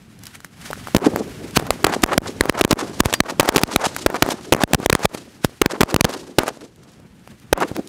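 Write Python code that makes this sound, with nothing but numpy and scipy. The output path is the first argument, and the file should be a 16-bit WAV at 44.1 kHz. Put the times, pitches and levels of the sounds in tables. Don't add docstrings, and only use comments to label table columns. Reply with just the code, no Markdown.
import sys
import numpy as np
from scipy import signal
from scipy.fft import rfft, irfft
from scipy.io import wavfile
from scipy.ndimage import uniform_filter1d

SR = 44100
rng = np.random.default_rng(int(sys.argv[2]) if len(sys.argv) > 2 else 0)


def volts_from_decibels(level):
    exponent = np.asarray(level, float) / 20
    return 10 ** exponent


def transcribe(u):
    v = np.clip(np.atleast_2d(u).T, -1, 1)
    q = np.round(v * 32767).astype(np.int16)
    wavfile.write(sys.argv[1], SR, q)


N = 347575

# start in seconds, overload length in ms,
# echo strength in dB, brightness in dB, gain change after it in dB.
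MAIN_BLASTS = [(0.9487, 2.47, -11.5, -32, 6), (0.9651, 1.82, -21, -4, -35), (1.5728, 1.4, -24.5, -11, 1.5),
               (1.7061, 0.68, -44.5, -1, 8), (1.8437, 1.86, -16.5, -5, 0.5), (2.0367, 2, -17.5, -7, -23.5),
               (2.1786, 2.36, -35.5, 5.5, -32.5), (2.4091, 1.34, -27, 4, -6.5),
               (2.4963, 1.28, -21, -5, -29.5), (2.6112, 0.97, -32.5, 5, -10),
               (2.6487, 1.43, -19.5, -12.5, -25.5), (2.7096, 1.27, -23, 1, 5),
               (2.7282, 2.2, -23.5, -16, -39), (3.004, 2.1, -27, -2.5, -13.5),
               (3.0579, 2.6, -45, -9, -2.5), (3.2038, 2.05, -24.5, -3.5, -27.5),
               (3.3973, 1.51, -23.5, 5.5, -6.5), (3.4894, 0.79, -18.5, 1.5, -20),
               (3.5606, 1.66, -29, -9, -23), (3.6344, 1.8, -32, 3, -19.5),
               (3.7606, 1.88, -27.5, 13, -13.5),
               (4.0628, 0.99, -21.5, -8, -8.5), (4.2235, 1.9, -24, 0.5, 0),
               (4.524, 0.92, -18.5, -8.5, -15.5), (4.636, 2.07, -29.5, -10.5, -26.5),
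               (4.7341, 2.03, -39, 1, -0.5), (4.7464, 3.1, -43, 10, -15), (4.8608, 0.93, -37.5, 7, -13),
               (4.8982, 0.88, -45, 6, -6), (4.9275, 3.03, -46, -4, -6.5), (4.9513, 1.3, -26, -0.5, -11.5),
               (5.0541, 0.64, -37.5, -13, -29), (5.4475, 2.2, -51, -12, -1),
               (5.6164, 1.57, -22.5, -4.5, -5), (5.6599, 1.54, -27.5, -9, -19.5), (5.8078, 3.4, -24, -6, 4),
               (5.8323, 2.15, -34.5, -12, -19), (5.9432, 1.54, -30, 4, -25), (5.9628, 1.24, -33, -4, 2),
               (6.0089, 2.3, -45, 12, -28.5), (6.0449, 3.56, -24.5, -6, -6.5),
               (6.3855, 0.87, -28.5, 0.5, 10), (7.5287, 0.89, -17, -10.5, -19)]
BLASTS = MAIN_BLASTS


def colour(x, shape):
    hz, db = np.transpose(shape)
    log_f = np.log(np.arange(N // 2 + 1) * SR / N + 1)
    y = irfft(rfft(x) * volts_from_decibels(np.interp(log_f, np.log(hz), db)), N)
    return y / y.std()


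def resonate(x, hz, width):
    return signal.lfilter(*signal.iirpeak(hz, hz / width, SR), x)


def grains(spread_db):
    size = np.minimum(rng.exponential(size=N), 3)
    x = rng.standard_normal(N) * volts_from_decibels(spread_db * size)
    return x / x.std()


def walk(rate):
    k = int(SR / rate)
    held = np.repeat(rng.standard_normal(N // k + 1), k)
    return uniform_filter1d(held, k)[:N]


def add(out, s, piece):
    i = int(s * SR)
    out[i:i + len(piece)] += piece[:N - i]


def traffic(rumble_db):
    # frequency in Hz, spectral density in dB per Hz.
    rumble_spectrum = [(12, -48), (20, -10), (49, 3), (114, 7), (217, 6), (497, -10.5), (823, -14.5),
                       (1070, -18), (2500, -22), (3250, -25.5), (5500, -120)]
    return volts_from_decibels(rumble_db + 1.5 + 3 * walk(30)) * colour(rng.standard_normal(N), rumble_spectrum)


def fuses(fizz_db):
    # peak in seconds, rise in ms, fall in ms, level in dB.
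    flare_events = [(0.236, 5.4, 9.2, -46), (0.271, 8.3, 18, -43), (0.352, 10.5, 8.8, -37.5),
                    (.62, 12, 14, -42.5), (0.659, 8.1, 20, -33), (.885, 46, 44, -53),
                    (1.569, 6, 0.81, -8.5), (1.596, 2, 1.1, -25.5), (2.038, 2, 1.5, -3.5),
                    (3.006, 5.3, 1.5, -16), (3.054, 4.7, 9, -26), (3.139, 0.5, 4.6, -9.5),
                    (3.969, 5, 2.8, -34), (5.056, 18, 5.3, -25), (5.149, 5.7, 3.5, -27),
                    (5.448, 5, 4.5, -20), (7.685, 10, 8, -36.5), (7.604, 1, 4, -25),
                    (3.128, 0.68, 1.2, -15)]
    # frequency in Hz, spectral density in dB per Hz.
    fizz_spectrum = [(410, -27), (700, 2), (934, 1), (1520, 5), (10500, -6), (15000, -12), (16000, -14)]
    t = np.arange(N) / SR
    gain = volts_from_decibels(fizz_db + 2.4 * walk(53))
    for peak, rise, fall, db in flare_events:
        slope = np.minimum((t - peak) * 1000 / rise, (peak - t) * 1000 / fall)
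        gain = gain + volts_from_decibels(db) * np.exp(slope)
    return gain * colour(grains(3), fizz_spectrum)


def embers():
    # start in seconds, peak in dB.
    spit_events = [(.19, -35.5), (.236, -26), (.255, -27), (.268, -21.5), (.355, -31), (.404, -35),
                   (.446, -25.5), (.615, -34), (0.71, -22.5), (1.277, -38), (1.509, -28), (1.83, -31),
                   (2.021, -19), (2.074, -24), (3.1375, -7), (6.65, -52), (6.76, -44), (6.835, -43),
                   (6.918, -43), (7.0, -46), (7.195, -49), (7.399, -41), (7.855, -44), (7.874, -28)]
    spit_ms, spit_hz = 2.05, 5800
    ping_s, ping_hz, ping_db, ping_t60_s = 3.141, 4750, -25, .11
    out, t = np.zeros(N), np.arange(6000) / SR
    grit = rng.standard_normal((len(spit_events), len(t)))
    for (s, db), noise in zip(spit_events, grit):
        add(out, s, volts_from_decibels(db) * noise * np.exp(-t * 1000 / spit_ms))
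    out = resonate(out, spit_hz, 9000)
    add(out, ping_s, volts_from_decibels(ping_db - 60 * t / ping_t60_s) * np.sin(2 * np.pi * ping_hz * t))
    return out


def ticks():
    # start in seconds, peak in dB, pitch in Hz.
    scrap_events = [(0.355, -24, 2080), (0.404, -28.5, 1510), (0.447, -17, 1710), (0.704, -14.5, 553),
                    (0.711, -18, 840), (0.731, -8, 1430), (0.757, -25, 1680), (0.775, -28, 555),
                    (0.872, -12, 1300), (0.884, -18, 774), (6.832, -38, 1320), (6.998, -37, 501)]
    out, t = np.zeros(N), np.arange(400) / SR
    grit = rng.standard_normal((len(scrap_events), len(t)))
    for (s, db, hz), noise in zip(scrap_events, grit):
        click = 0.097 * noise * np.exp(-t / 0.0045)
        ring = np.sin(2 * np.pi * hz * t) * np.exp(-t * hz / 1.1)
        add(out, s, volts_from_decibels(db) * (click - ring))
    return out


def charges():
    # start in seconds, overload length in ms, depth in dB.
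    neighbour_events = [(1.5687, .7, -4.7), (1.57, .43, -6), (1.7079, .39, -4), (1.8461, 2.13, 0),
                        (1.867, .32, -2.8), (1.8679, .43, -7.4), (1.9386, .32, -5.7), (2.0408, .25, 0),
                        (2.1335, .18, -4.7), (2.6142, 1.2, 0), (2.6401, .14, -5), (2.7135, .34, 0),
                        (2.7145, .2, -2.3), (3.1277, .6, -6), (3.1383, .5, -3.3), (3.3993, 2.72, 0),
                        (3.4029, .59, -4.8), (3.4049, .34, -4.2), (3.4083, .39, -1.5), (3.4094, .34, -4.2),
                        (3.4922, .09, -1.2), (3.493, .25, 0), (3.5632, 1.54, -.5), (3.5679, 1.32, -2.3),
                        (3.5799, .57, -2.2), (3.5836, .2, -2.5),
                        (4.0665, .29, 0), (4.2258, 2.74, 0), (4.5266, .32, 0), (4.5276, 1.22, 0),
                  (4.5302, 1.02, -3.2), (4.536, .57, -.6), (4.5478, .27, -6.2), (4.9003, 1.2, -1),
                  (5.0554, 1.6, -3), (5.6192, 1.2, 0), (5.8129, 1.09, 0), (5.8157, .2, -1.2),
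                  (5.8166, .2, -1.4), (6.0493, .43, -5), (6.0512, 1.04, -1.9), (6.388, 1.84, 0),
                  (6.3915, .27, -2.5), (6.3929, .16, -3.9), (7.5311, .48, 0), (7.5326, .25, 0)]
    full_db, crowded_db, recover_ms = -3.5, -31.5, 76
    flips_per_ms, flips_per_db = 3.2, .15
    s, length, _, bright_db, _ = np.transpose(BLASTS)
    pause_ms = np.diff(s, prepend=0) * 1000
    swell_db = full_db + crowded_db * np.exp(-pause_ms / recover_ms)
    flips = (length * (flips_per_ms + flips_per_db * bright_db)).clip(0, 11)
    chain = [(t, ms, db, ms * flips_per_ms, full_db + crowded_db) for t, ms, db in neighbour_events]
    return list(zip(s, length, 0 * s, flips, swell_db)) + chain


def blasts():
    muffled_s = [1.5727, 3.0576, 5.4472, 5.9434]
    sag_hz, let_go_ms, rail_db = 137, 4.5, -0.27
    chatter_ms = 1.7
    out, ms = np.zeros(N), np.arange(-8, 14, 1000 / SR)
    rows = charges()
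    chance = rng.random((len(rows), 2, 12))
    grit = rng.standard_normal((len(rows), len(ms)))
    sag = signal.butter(1, sag_hz, "high", fs=SR)
    for (s, length, depth_db, flips, swell_db), (place, stay), noise in zip(rows, chance, grit):
        down = 1. * ((ms >= 0) & (ms < length))
        span = min(length, chatter_ms)
        flips = int(flips * span / length)
        if np.abs(s - np.array(muffled_s)).min() < .0021:
            flips = 1
            down = np.where(ms < length, down, (1 - (ms - length) / let_go_ms).clip(0))
        for k in range(flips):
            start = span * (.08 + .92 * place[k])
            down *= (ms < start) | (ms > start + .03 + .2 * stay[k] ** 3)
        rise = np.exp(-((-ms - .3).clip(0) / .9) ** 1.5)
        fall = np.where(ms > 0, .6 * np.exp(-((ms - length).clip(0) / 1.3) ** 1.6), 1)
        swell = volts_from_decibels(swell_db + 3) * rise * fall
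        rasp_shape = np.exp(np.minimum(ms / 0.6, -ms / 1.5))
        rasp = volts_from_decibels(0.5 * swell_db - 11) * noise * rasp_shape * (1 - .8 * down)
        edge = uniform_filter1d(down, 1 + int(abs(depth_db) * 0.38))
        rail = volts_from_decibels(depth_db + rail_db) * signal.lfilter(*sag, edge)
        add(out, s + ms[0] / 1000, swell * (1 - edge) + rasp - rail)
    return out


def ducking():
    recover_ms = 39.5
    t, db = np.arange(N) / SR, np.zeros(N)
    for s, *_, dip_db in BLASTS:
        since = np.maximum((t - s) * 1000 - 2, 0)
        db += dip_db * (1 - np.exp(-since / 3.2)) * np.exp(-(since / recover_ms) ** 3)
    return volts_from_decibels(db)


def echoes():
    # delay in ms, spread in ms, bass in dB, middle in dB, treble in dB.
    surfaces = [(55.8, 4.9, -7, -8, -20), (84.8, 4.4, -21.5, 2, -7.5), (94.3, 1.46, -7, 4.5, -1),
                (102.15, 4.5, -21, 0.5, -4), (121, 4.2, -2, -22.5, -23), (188, 2, -5, -27, -18),
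                (224, 0.33, -3, -7, -11.5), (230.7, 6.4, -12.5, -15.5, -14.5),
                (260.5, 14, -11.5, -28.5, -22.5), (268, 3.2, -18, -29, -24), (514, 77, -27.5, -31.5, -31)]
    # centre in Hz, width in Hz, diffuse tail in dB, tail t60 in seconds.
    echo_bands = [
        (303, 405, -12.5, 1.37),
        (730, 1580, -1.5, 0.46),
        (4170, 8700, -24, 1.62),
    ]
    ms, out = np.arange(0, 900, 1000 / SR), 0
    for k, (hz, width, tail_db, t60) in enumerate(echo_bands):
        power = np.zeros(N)
        for s, _, db, treble_db, _ in BLASTS:
            power[int(s * SR)] = volts_from_decibels(2 * db + k * treble_db)
        profile = volts_from_decibels(2 * tail_db - 120 * ms / 1000 / t60) * np.clip(ms / 40, 0, 1)
        for wall in surfaces:
            profile += volts_from_decibels(2 * wall[2 + k]) * np.exp(-((ms - wall[0]) / wall[1]) ** 2)
        envelope = np.sqrt(np.abs(signal.fftconvolve(power, profile)[:N]))
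        band = grains(2.5)
        for _ in range(3):
            band = resonate(band, hz, width)
        out = out + envelope * volts_from_decibels(3.37 * walk(70)) * band / band.std()
    return out


def pops(rows):
    out, ms = np.zeros(N), np.arange(-8, 8, 1000 / SR)
    grit = rng.standard_normal((len(rows), len(ms)))
    for (s, db, width), noise in zip(rows, grit):
        width = max(width, .1)
        u = ms / width
        push = .75 * np.exp(-(1.4 * u) ** 2) + .5 * np.exp(-(.5 * u) ** 2) - .3 * np.exp(-(.2 * u) ** 2)
        rough = .04 / width * noise * np.exp(-np.abs(ms) / 1.2)
        add(out, s + ms[0] / 1000, volts_from_decibels(db) * (rough - 1.3 * push))
    return out


def slaps():
    # time in seconds, delay in ms.
    slap_delays = [(0.9, 25), (2.0, 26), (3.0, 32), (4.2, 40), (5.0, 43), (5.7, 51.5), (6.4, 48.8),
                   (7.6, 48.6)]
    usual_echo_db, second_wall_ms = -23, 26.8
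    buried_s, buried_db = .05, 25
    rows = []
    gaps = np.diff(np.transpose(BLASTS)[0], append=9)
    for (s, _, db, _, dip_db), gap in zip(BLASTS, gaps):
        db -= buried_db * (gap < buried_s)
        db = 0.85 * (db - usual_echo_db)
        back = s + np.interp(s, *np.transpose(slap_delays)) / 1000
        rows.append((back, -8 + db + 0.49 * dip_db, 0.26))
        rows.append((back + second_wall_ms / 1000, -17 + db + 0.33 * dip_db, 0.34))
    return pops(rows)


def weak_bursts():
    # start in seconds, peak in dB, width in ms.
    downward = [(0.9829, -18, 0.18), (1.0624, -16, 0.34), (1.6693, -17, 0.15), (2.219, -21, 0.5),
                (2.4566, -5, 0.27), (2.5926, -14.5, 0.085), (3.3021, -15, 0.26), (3.4307, -7, 0.27),
                (3.459, -14, 0.13), (3.549, -9, 0.21), (3.6157, -10.5, 0.17), (3.8685, -10.5, 0.52),
                (3.9649, -7.5, 0.065), (4.1445, -11, 0.28), (4.1578, -13, 0.2), (4.2893, -4.5, 0.27),
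                (4.3214, -10, 0.2), (4.5497, -6.5, 0.54), (4.6095, -14, 0.3), (4.8014, -13.5, .49),
                (4.8314, -16, 0.47), (5.0494, -6, 0.71), (5.1485, -11.5, 0.4), (5.9095, -18, 0.19),
                (6.4814, -5, 0.18), (7.2759, -24, 0.17), (7.6172, -13, 0.32), (7.7158, -14.5, 0.89),
                (7.7658, -13.5, 0.12), (7.7953, -25, 0.51)]
    upward = [
        (1.161, -3, .25),
        (1.144, -15, .9),
    ]
    return pops(downward) - pops(upward)


def scene():
    # time in seconds, fuse fizz in dB, far rumble in dB.
    bed_levels = [
        (0.0, -57, -49),
        (.52, -54.5, -45.5),
        (.8, -43, -41),
        (2.04, -47, -38.5),
        (6.3, -55.5, -51.5),
        (6.8, -63.5, -49.5),
        (7.53, -53.5, -47),
        (7.88, -50, -47),
    ]
    s, *columns = np.transpose(bed_levels)
    fizz_db, rumble_db = (np.interp(np.arange(N) / SR, s, c) for c in columns)
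    around = traffic(rumble_db) + fuses(fizz_db) + embers() + ticks() + echoes()
    air = signal.ellip(8, .3, 50, 15650, fs=SR, output="sos")
    quieter = signal.sosfilt(air, ducking() * around + slaps() + weak_bursts())
    return (blasts() + quieter)[None]


def low_pass(x):
    return signal.sosfilt(signal.butter(12, 16530, fs=SR, output="sos"), x)


def record(dry):
    sag = signal.lfilter(*signal.butter(1, 55, "high", fs=SR), dry)
    sag = signal.lfilter(*signal.butter(2, 26, "high", fs=SR), sag)
    clipped = np.clip(sag, -.92, .92)
    top = signal.sosfilt(signal.ellip(9, .5, 60, 16300, fs=SR, output="sos"), clipped)
    top = signal.lfilter(*signal.butter(2, 14500, fs=SR), top)
    return low_pass(top)


dry = scene()
out = record(dry)
transcribe(out)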